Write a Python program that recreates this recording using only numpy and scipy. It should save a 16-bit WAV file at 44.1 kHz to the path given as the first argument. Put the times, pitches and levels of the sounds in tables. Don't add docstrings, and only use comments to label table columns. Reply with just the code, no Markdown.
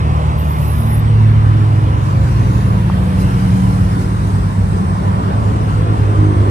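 import sys
import numpy as np
from scipy import signal
from scipy.fft import rfft, irfft, next_fast_len
from scipy.io import wavfile
from scipy.ndimage import uniform_filter1d, map_coordinates

SR = 44100
rng = np.random.default_rng(int(sys.argv[2]) if len(sys.argv) > 2 else 0)


def wav_record(signal):
    frames = np.transpose(np.atleast_2d(signal))
    bounded = np.clip(frames, -1, 1)
    quanta = np.round(bounded * 32767).astype(np.int16)
    wavfile.write(sys.argv[1], SR, quanta)


N = 286650
T = np.arange(N) / SR
SOUND_M_S = 343


# [nearest t/s, firing rate/Hz, speed/(m/s), nearest distance/m,
# change of the rate/(Hz/s), left microphone later by/ms]
LORRIES = [(-0.11, 78.31, 34, 43.3, .71, 0.42), (1.95, 101.3, 32, 19, 0.3956, 0.4),
           (2.46, 57.98, 26.5, 15.94, 0.013, 0.21), (3.828, 58.07, 36, 27, 0.0084, 0.34),
           (4.16, 52.57, 24, 11.14, 0.027, 0.42), (6.199, 51.81, 18, 11, 0.007, 0.29),
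           (0.3, 114.5, 12.4, 6.7, 0.01, 0.3)]
# [peak t/s, peak level/dB, width/s]
ENGINE_SWELLS = [
    [[(.25, -16.5, 0.73), (2.66, -28, 0.65), (3.5, -28, .3), (4.8, -26.5, 0.29), (6.3, -31, 0.2)],
     [(.2, -26, 0.21), (1.31, -22, 1.13), (4.0, -26.5, 1.4), (5.8, -28.5, 0.22)]],
    [[(.9, -21, 0.08), (1.47, -8.5, 0.45), (2.98, -19, 0.49), (3.79, -21, 0.11), (4.6, -24.5, 0.53),
     (5.8, -28, 0.56)], [(.85, -29.5, 0.073), (1.25, -27, 0.28), (2.87, -20.5, 0.33), (3.58, -20.5, 0.29),
     (4.54, -23.5, 0.87)], [(1.76, -28.5, 0.2), (3.65, -31.5, 0.54)], [(1.8, -40, 0.19), (3.3, -37.5, 0.21),
     (4.05, -37, 0.19)], [(3.7, -41.5, 0.32)]],
    [[(1.34, -26, .16), (2.64, -20.5, 0.43), (4.3, -25.5, 0.44)], [(1.4, -27, 0.85), (2.41, -15.5, 0.4)],
     [(2.28, -30, 0.31), (3.02, -27, 0.26)], [], [], [(2.35, -38, 0.063)], [], [], [(2.25, -39, 0.068)]],
    [[(3.75, -26, 0.22)], [(2.9, -22.5, 0.48), (3.55, -20.5, 0.22)], [], [], [], [], [],
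     [(3.15, -41.5, 0.2)], [], [(2.7, -40, .07), (3.05, -41, .07)]],
    [[(3.79, -27.5, .57)], [(3.66, -17.5, 0.32), (4.55, -16, 0.3), (5.35, -19.5, 0.25), (6.2, -19, 0.33)],
     [(3.75, -25, 0.2), (4.6, -28, 0.28)], [(4.95, -28.5, 0.39)]],
    [[(5.8, -25, 0.45)], [(5.7, -16, 0.46), (6.4, -15.5, 0.28)], [(4.9, -25.5, 0.37), (5.75, -26, 0.2),
     (6.35, -24.5, 0.24)], [(5.54, -28.5, 0.22), (6.44, -31.5, 0.25)], [(5.95, -37, 0.24),
     (6.42, -27, 0.13)], [(5.95, -30.5, 0.1), (6.35, -26.5, 0.18)], [(5.9, -39, .15), (6.38, -30.5, 0.14)],
     [(5.7, -37, 0.09), (6.2, -31, 0.18)], [(5.95, -39.5, 0.12)], [(5.99, -44, 0.097)]],
    [[(.15, -20, 0.31)]],
]

# [t/s, roar from right level/dB, roar from left level/dB,
# hiss from right level/dB, hiss from left level/dB]
ROAD_LEVELS = [(0.0, -25.5, -31, -37, -60), (0.65, -27, -37, -36.5, -55), (1.3, -32, -30, -37.5, -41),
               (1.95, -30, -30.5, -38.5, -44.5), (2.3, -32, -30, -41, -37), (2.85, -30, -34, -40.5, -38.5),
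               (3.3, -31.5, -29, -38.5, -39.5), (3.9, -32, -30.5, -42, -40.5), (4.4, -37, -29, -46, -42),
               (4.9, -31.5, -30, -51, -41.5), (5.1, -26.5, -26.5, -44.5, -41),
               (5.85, -35.5, -25.5, -39, -43), (6.5, -27.5, -27, -42, -38)]
# [f/Hz, level per Hz/dB]
ROAR_RIGHT_COLOUR = [(200, -2.5), (350, -6.5), (550, -3.5), (800, 0), (1050, 3), (1350, -9), (1700, -22),
                     (2400, -25.5)]
# [f/Hz, level per Hz/dB]
ROAR_LEFT_COLOUR = [(200, -3), (350, -1.5), (520, -2), (800, -5.5), (1150, 0), (1500, -12.5), (2200, -33.5)]
# [f/Hz, level per Hz/dB]
HISS_RIGHT_COLOUR = [(800, -6), (1300, -4), (1700, -2), (2300, -6), (3100, -9.5), (3800, -12), (5000, -21),
                     (7500, -33.5), (11000, -55)]
# [f/Hz, level per Hz/dB]
HISS_LEFT_COLOUR = [(800, -22), (1300, 0), (1800, -1.5), (2400, -10.5), (3000, -9.5), (3800, -16),
                    (5500, -23.5), (9000, -35)]
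# [peak t/s, peak level/dB before panning, width/s]
WASH_SWELLS = [(2.38, -52, 0.092), (2.8, -52, 0.17), (3.33, -44.5, 0.19), (5.75, -49, .35)]
# [f/Hz, level per Hz/dB]
WASH_COLOUR = [(1400, -22), (2000, -1), (2800, 1), (3500, -6), (4300, -22)]
# [f/Hz, level per Hz/dB]
RUMBLE_COLOUR = [(25, -32), (40, -33), (60, 4.5), (110, -3), (200, -7.5), (300, -15.5), (450, -27),
                 (700, -57), (1200, -54)]
# [t/s, level/dB]
GROWL_LEVELS = [(0, -39), (.6, -39.5), (1.2, -34), (1.8, -43), (2.4, -32.5), (2.9, -32), (3.5, -35.5),
                (4.1, -38), (4.7, -40.5), (5.2, -36), (5.7, -34.5), (6.1, -29.5), (6.5, -31.5)]
# [f/Hz, level per Hz/dB]
GROWL_COLOUR = [(180, -14), (250, 3.5), (350, -1), (480, -2.5), (650, -17), (850, -38)]

# [t/s, gain/dB]
KNOCKS = [(2.8985, -6.5), (2.9043, -19)]
# [t/s, starting gain/dB]
TICKS = [(0.9124, -30), (1.004, -34), (3.4785, -29), (6.2153, -39)]

# [t/s, upper band level/dB, lower band level/dB], before a lift of 3 dB
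BUZZ_LEVELS = [(0.36, -70, -66), (0.385, -47, -55), (0.474, -52, -55), (0.522, -43, -48), (0.54, -53, -63),
               (0.6, -47, -41), (0.606, -42, -50), (0.71, -46, -44), (0.91, -44, -45), (0.948, -44, -38),
               (1.002, -50, -54), (1.04, -78, -77)]
# [f/Hz, width/Hz, level/dB], levels relative to each other
WING_MODES = [(12200, 600, -14), (12700, 760, -8), (13200, 670, -8), (13750, 700, -14)]
# [f/Hz, width/Hz, level/dB], levels relative to each other
BELLY_MODES = [(10500, 680, -10), (10900, 520, 0), (11500, 460, -4)]

# [t/s, rustle level/dB, crickets level/dB, high hiss level/dB]
GRASS_LEVELS = [(0.0, -50.5, -54.5, -58), (0.65, -47, -53, -53), (1.3, -53, -55.5, -58.5),
                (1.95, -48.5, -56.5, -55), (2.3, -44.5, -61, -51), (3.0, -48, -52, -50),
                (3.6, -44, -49.5, -49), (4.4, -45.5, -48.5, -52.5), (5.2, -47, -52, -55.5),
                (5.85, -47.5, -52, -56), (6.5, -47.5, -51, -55.5)]
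# [t/s, rise/dB]
STIRS = [(3.21, 6.5), (3.4, 2), (4.02, 4)]
# [f/Hz, level per Hz/dB]
RUSTLE_COLOUR = [(2500, -49), (3800, 2), (5000, 4), (7000, 0.5), (9500, -3.5), (11000, -27), (13000, -69)]
# [f/Hz, level per Hz/dB]
CRICKET_COLOUR = [(7400, -41), (8000, 8), (8600, 1), (9500, 2.5), (10500, -51)]
# [f/Hz, level per Hz/dB]
CHORUS_COLOUR = [(8500, -36), (9800, -1), (11000, 0), (12500, -4.5), (13600, -7), (14250, -8), (14700, -30),
                 (15700, -35)]

# [f/Hz, left over right level/dB, left later by/ms]
MICROPHONE_PAIR = [(60, 0.5, .2), (80, 0, .15), (105, -2, -0.1), (150, 0.5, -0.15), (400, -0.5, -0.061),
                   (970, -1.9, 0.02), (1800, .5, -0.0015), (4000, -0.1, 0.0042), (9000, -0.5, -0.00059)]


def amp(db):
    return 10 ** (np.asarray(db) / 20)


def unit(x):
    return x / np.sqrt(np.mean(x ** 2) + 1e-20)


def curves(rows):
    times, *columns = np.transpose(rows)
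    return [np.interp(T, times, column) for column in columns]


def bump(peak_s, width_s):
    return np.exp(-.5 * ((T - peak_s) / width_s) ** 2)


def swelling(rows):
    return sum(amp(db) * bump(peak_s, width_s) for peak_s, db, width_s in rows)


def wobble(rate):
    coarse = T[::64]
    knots = rng.standard_normal(int(N * rate / SR) + 4)
    return np.interp(T, coarse, map_coordinates(knots, [coarse * rate]))


def filtered(x, response):
    size = next_fast_len(N + 8192)
    return irfft(rfft(x, size) * response(np.fft.rfftfreq(size, 1 / SR)), size)[..., :N]


def spaced(x, lag_ms):
    sides = np.array([[1], [-1]])
    return filtered(x, lambda hz: np.exp(-1j * np.pi * hz * sides * lag_ms / 1000))


def panned(x, db):
    return x * amp([[-db], [db]])


def noise(colour, patchy_db, size=(7, 4)):
    hz, _, cells = signal.stft(rng.standard_normal(N), SR, nperseg=2048)
    patches = uniform_filter1d(rng.standard_normal(cells.shape), size[0], 0)
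    patches = uniform_filter1d(patches, size[1], 1)
    f, db = np.transpose(colour)
    colour_db = np.interp(np.log(hz + 1), np.log(f), db, -120, -120)
    gain = amp(colour_db[:, None] + patchy_db * unit(patches))
    return unit(signal.istft(cells * gain, nperseg=2048)[1][:N])


def around(colour, patchy_db):
    return np.array([noise(colour, patchy_db), noise(colour, patchy_db)])


def engine(lorry, swells):
    near_s, rate_hz, speed, distance, change, lag_ms = lorry
    since = T - near_s
    leaving_m_s = speed * speed * since / np.hypot(distance, speed * since)
    heard_hz = rate_hz * (1 - leaving_m_s / SOUND_M_S) + change * since
    turn = 2 * np.pi * np.cumsum(heard_hz) / SR
    tones = np.zeros(N)
    for k, rows in enumerate(swells):
        if rows:
            waver = amp((1.1 + 0.32 * k) * wobble(7.2))
            tones += swelling(rows) * waver * np.sin((k + 1) * (turn + 0.09 * wobble(9)))
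    return spaced(np.sqrt(2) * tones, lag_ms)


def tyres():
    roar_right_db, roar_left_db, hiss_right_db, hiss_left_db = curves(ROAD_LEVELS)
    roar_right = amp(roar_right_db) * noise(ROAR_RIGHT_COLOUR, patchy_db=3.0)
    hiss_right = amp(hiss_right_db) * noise(HISS_RIGHT_COLOUR, patchy_db=3.0)
    right = spaced(roar_right, 0.45) + spaced(hiss_right, 0.36)
    roar_left = amp(roar_left_db) * noise(ROAR_LEFT_COLOUR, patchy_db=3.0)
    hiss_left = amp(hiss_left_db) * noise(HISS_LEFT_COLOUR, patchy_db=2.0)
    left = spaced(roar_left + hiss_left, -0.49)
    return panned(right, .6) + panned(left, -.6)


def wash():
    return panned(spaced(swelling(WASH_SWELLS) * noise(WASH_COLOUR, patchy_db=3.5), -0.38), -1.5)


def rumble():
    level = amp(-19 + 0.85 * wobble(3.12))
    directed = spaced(noise(RUMBLE_COLOUR, patchy_db=1.0), 0.57)
    return level * (directed + 0.32 * around(RUMBLE_COLOUR, patchy_db=3.0))


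def growl():
    blend = noise(GROWL_COLOUR, patchy_db=5.0, size=(1, 12))
    return spaced(amp(curves(GROWL_LEVELS)[0]) * blend, 0.12)


def scattered():
    hiss = amp(-42) * around(HISS_RIGHT_COLOUR, patchy_db=3.5)
    roar = amp(-35.5) * around(ROAR_RIGHT_COLOUR, patchy_db=3.0)
    return hiss + roar


def knock():
    x, t = np.zeros(N + SR), np.arange(SR // 20) / SR
    push = .6 * np.exp(-.5 * ((t - .00175) / .00058) ** 2) * np.sin(2 * np.pi * 1000 * t)
    body_hz, body_db, decay_s = 520, -15, .0035
    body = amp(body_db) * np.exp(-t / decay_s) * np.sin(2 * np.pi * body_hz * t)
    for s, db in KNOCKS:
        x[round(s * SR):][:len(t)] -= amp(db) * (body + push)
    return spaced(x[:N], -.03)


def ticks():
    x, t = np.zeros(N + SR), np.arange(SR // 20) / SR
    for s, db in TICKS:
        bright = np.diff(rng.standard_normal(len(t) + 2), 2) / 6
        x[round(s * SR):][:len(t)] += amp(db - 60 * t / .004) * bright
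    return spaced(x[:N], -.03)


def resonance(centre_hz, width_hz):
    def response(hz):
        peak = hz * width_hz / (centre_hz ** 2 - hz ** 2 + 1j * hz * width_hz)
        return peak ** 2 / (1 + (hz / 14300) ** 60)
    return response


def buzz():
    stroke_count = np.floor(np.cumsum(200 * amp(2.0 * wobble(60))) / SR)
    strokes = np.diff(stroke_count, prepend=0) * amp(1.5 * rng.standard_normal(N))
    strength = filtered(strokes, lambda hz: 1 / (1 + 1j * hz / 55))
    scrape = (0.24 * strength.mean() + strength) * rng.standard_normal(N)
    mixed = np.zeros(N)
    for level_db, modes in zip(curves(BUZZ_LEVELS), (WING_MODES, BELLY_MODES)):
        band = sum(amp(db + 2.2 * wobble(22.2)) * filtered(scrape, resonance(hz, width))
                   for hz, width, db in modes)
        mixed += amp(level_db + 3.0) * unit(band)
    sounding = (T > BUZZ_LEVELS[0][0]) & (T < BUZZ_LEVELS[-1][0])
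    return spaced(sounding * mixed, 0.297)


def rustle(level_db, stir_db):
    return amp(level_db + stir_db) * around(RUSTLE_COLOUR, patchy_db=4.5)


def crickets(level_db):
    return panned(amp(level_db) * around(CRICKET_COLOUR, patchy_db=4.5), 1.5)


def chorus(level_db, stir_db):
    directed = spaced(noise(CHORUS_COLOUR, patchy_db=0.5), 0.2997)
    return amp(level_db + 1.05 * stir_db) * (directed + 0.13 * around(CHORUS_COLOUR, patchy_db=1.0))


def grass():
    rustle_db, crickets_db, chorus_db = curves(GRASS_LEVELS)
    stir_db = wobble(9.7) + sum(db * bump(s, 0.016) for s, db in STIRS)
    return rustle(rustle_db, stir_db) + crickets(crickets_db) + chorus(chorus_db, stir_db)


def microphone_pair(hz):
    f, db, ms = np.transpose(MICROPHONE_PAIR)
    halves = np.array([[.5], [-.5]])
    db = np.interp(np.log(hz + 1), np.log(f), db) * halves
    ms = np.interp(np.log(hz + 1), np.log(f), ms) * halves
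    return amp(db) * np.exp(-2j * np.pi * hz * ms / 1000)


def scene():
    lorries = sum(engine(lorry, swells) for lorry, swells in zip(LORRIES, ENGINE_SWELLS))
    road = tyres() + wash() + rumble() + growl() + scattered()
    return lorries + road + knock() + ticks() + buzz() + grass()


def record(dry):
    x = filtered(dry, lambda hz: microphone_pair(hz) / np.sqrt(1 + (33 / (hz + 1)) ** 8))
    x = x / (1 + np.abs(x) ** 12) ** (1 / 12)
    return filtered(x, lambda hz: hz < 15700)


dry = scene()
out = record(dry)
wav_record(out)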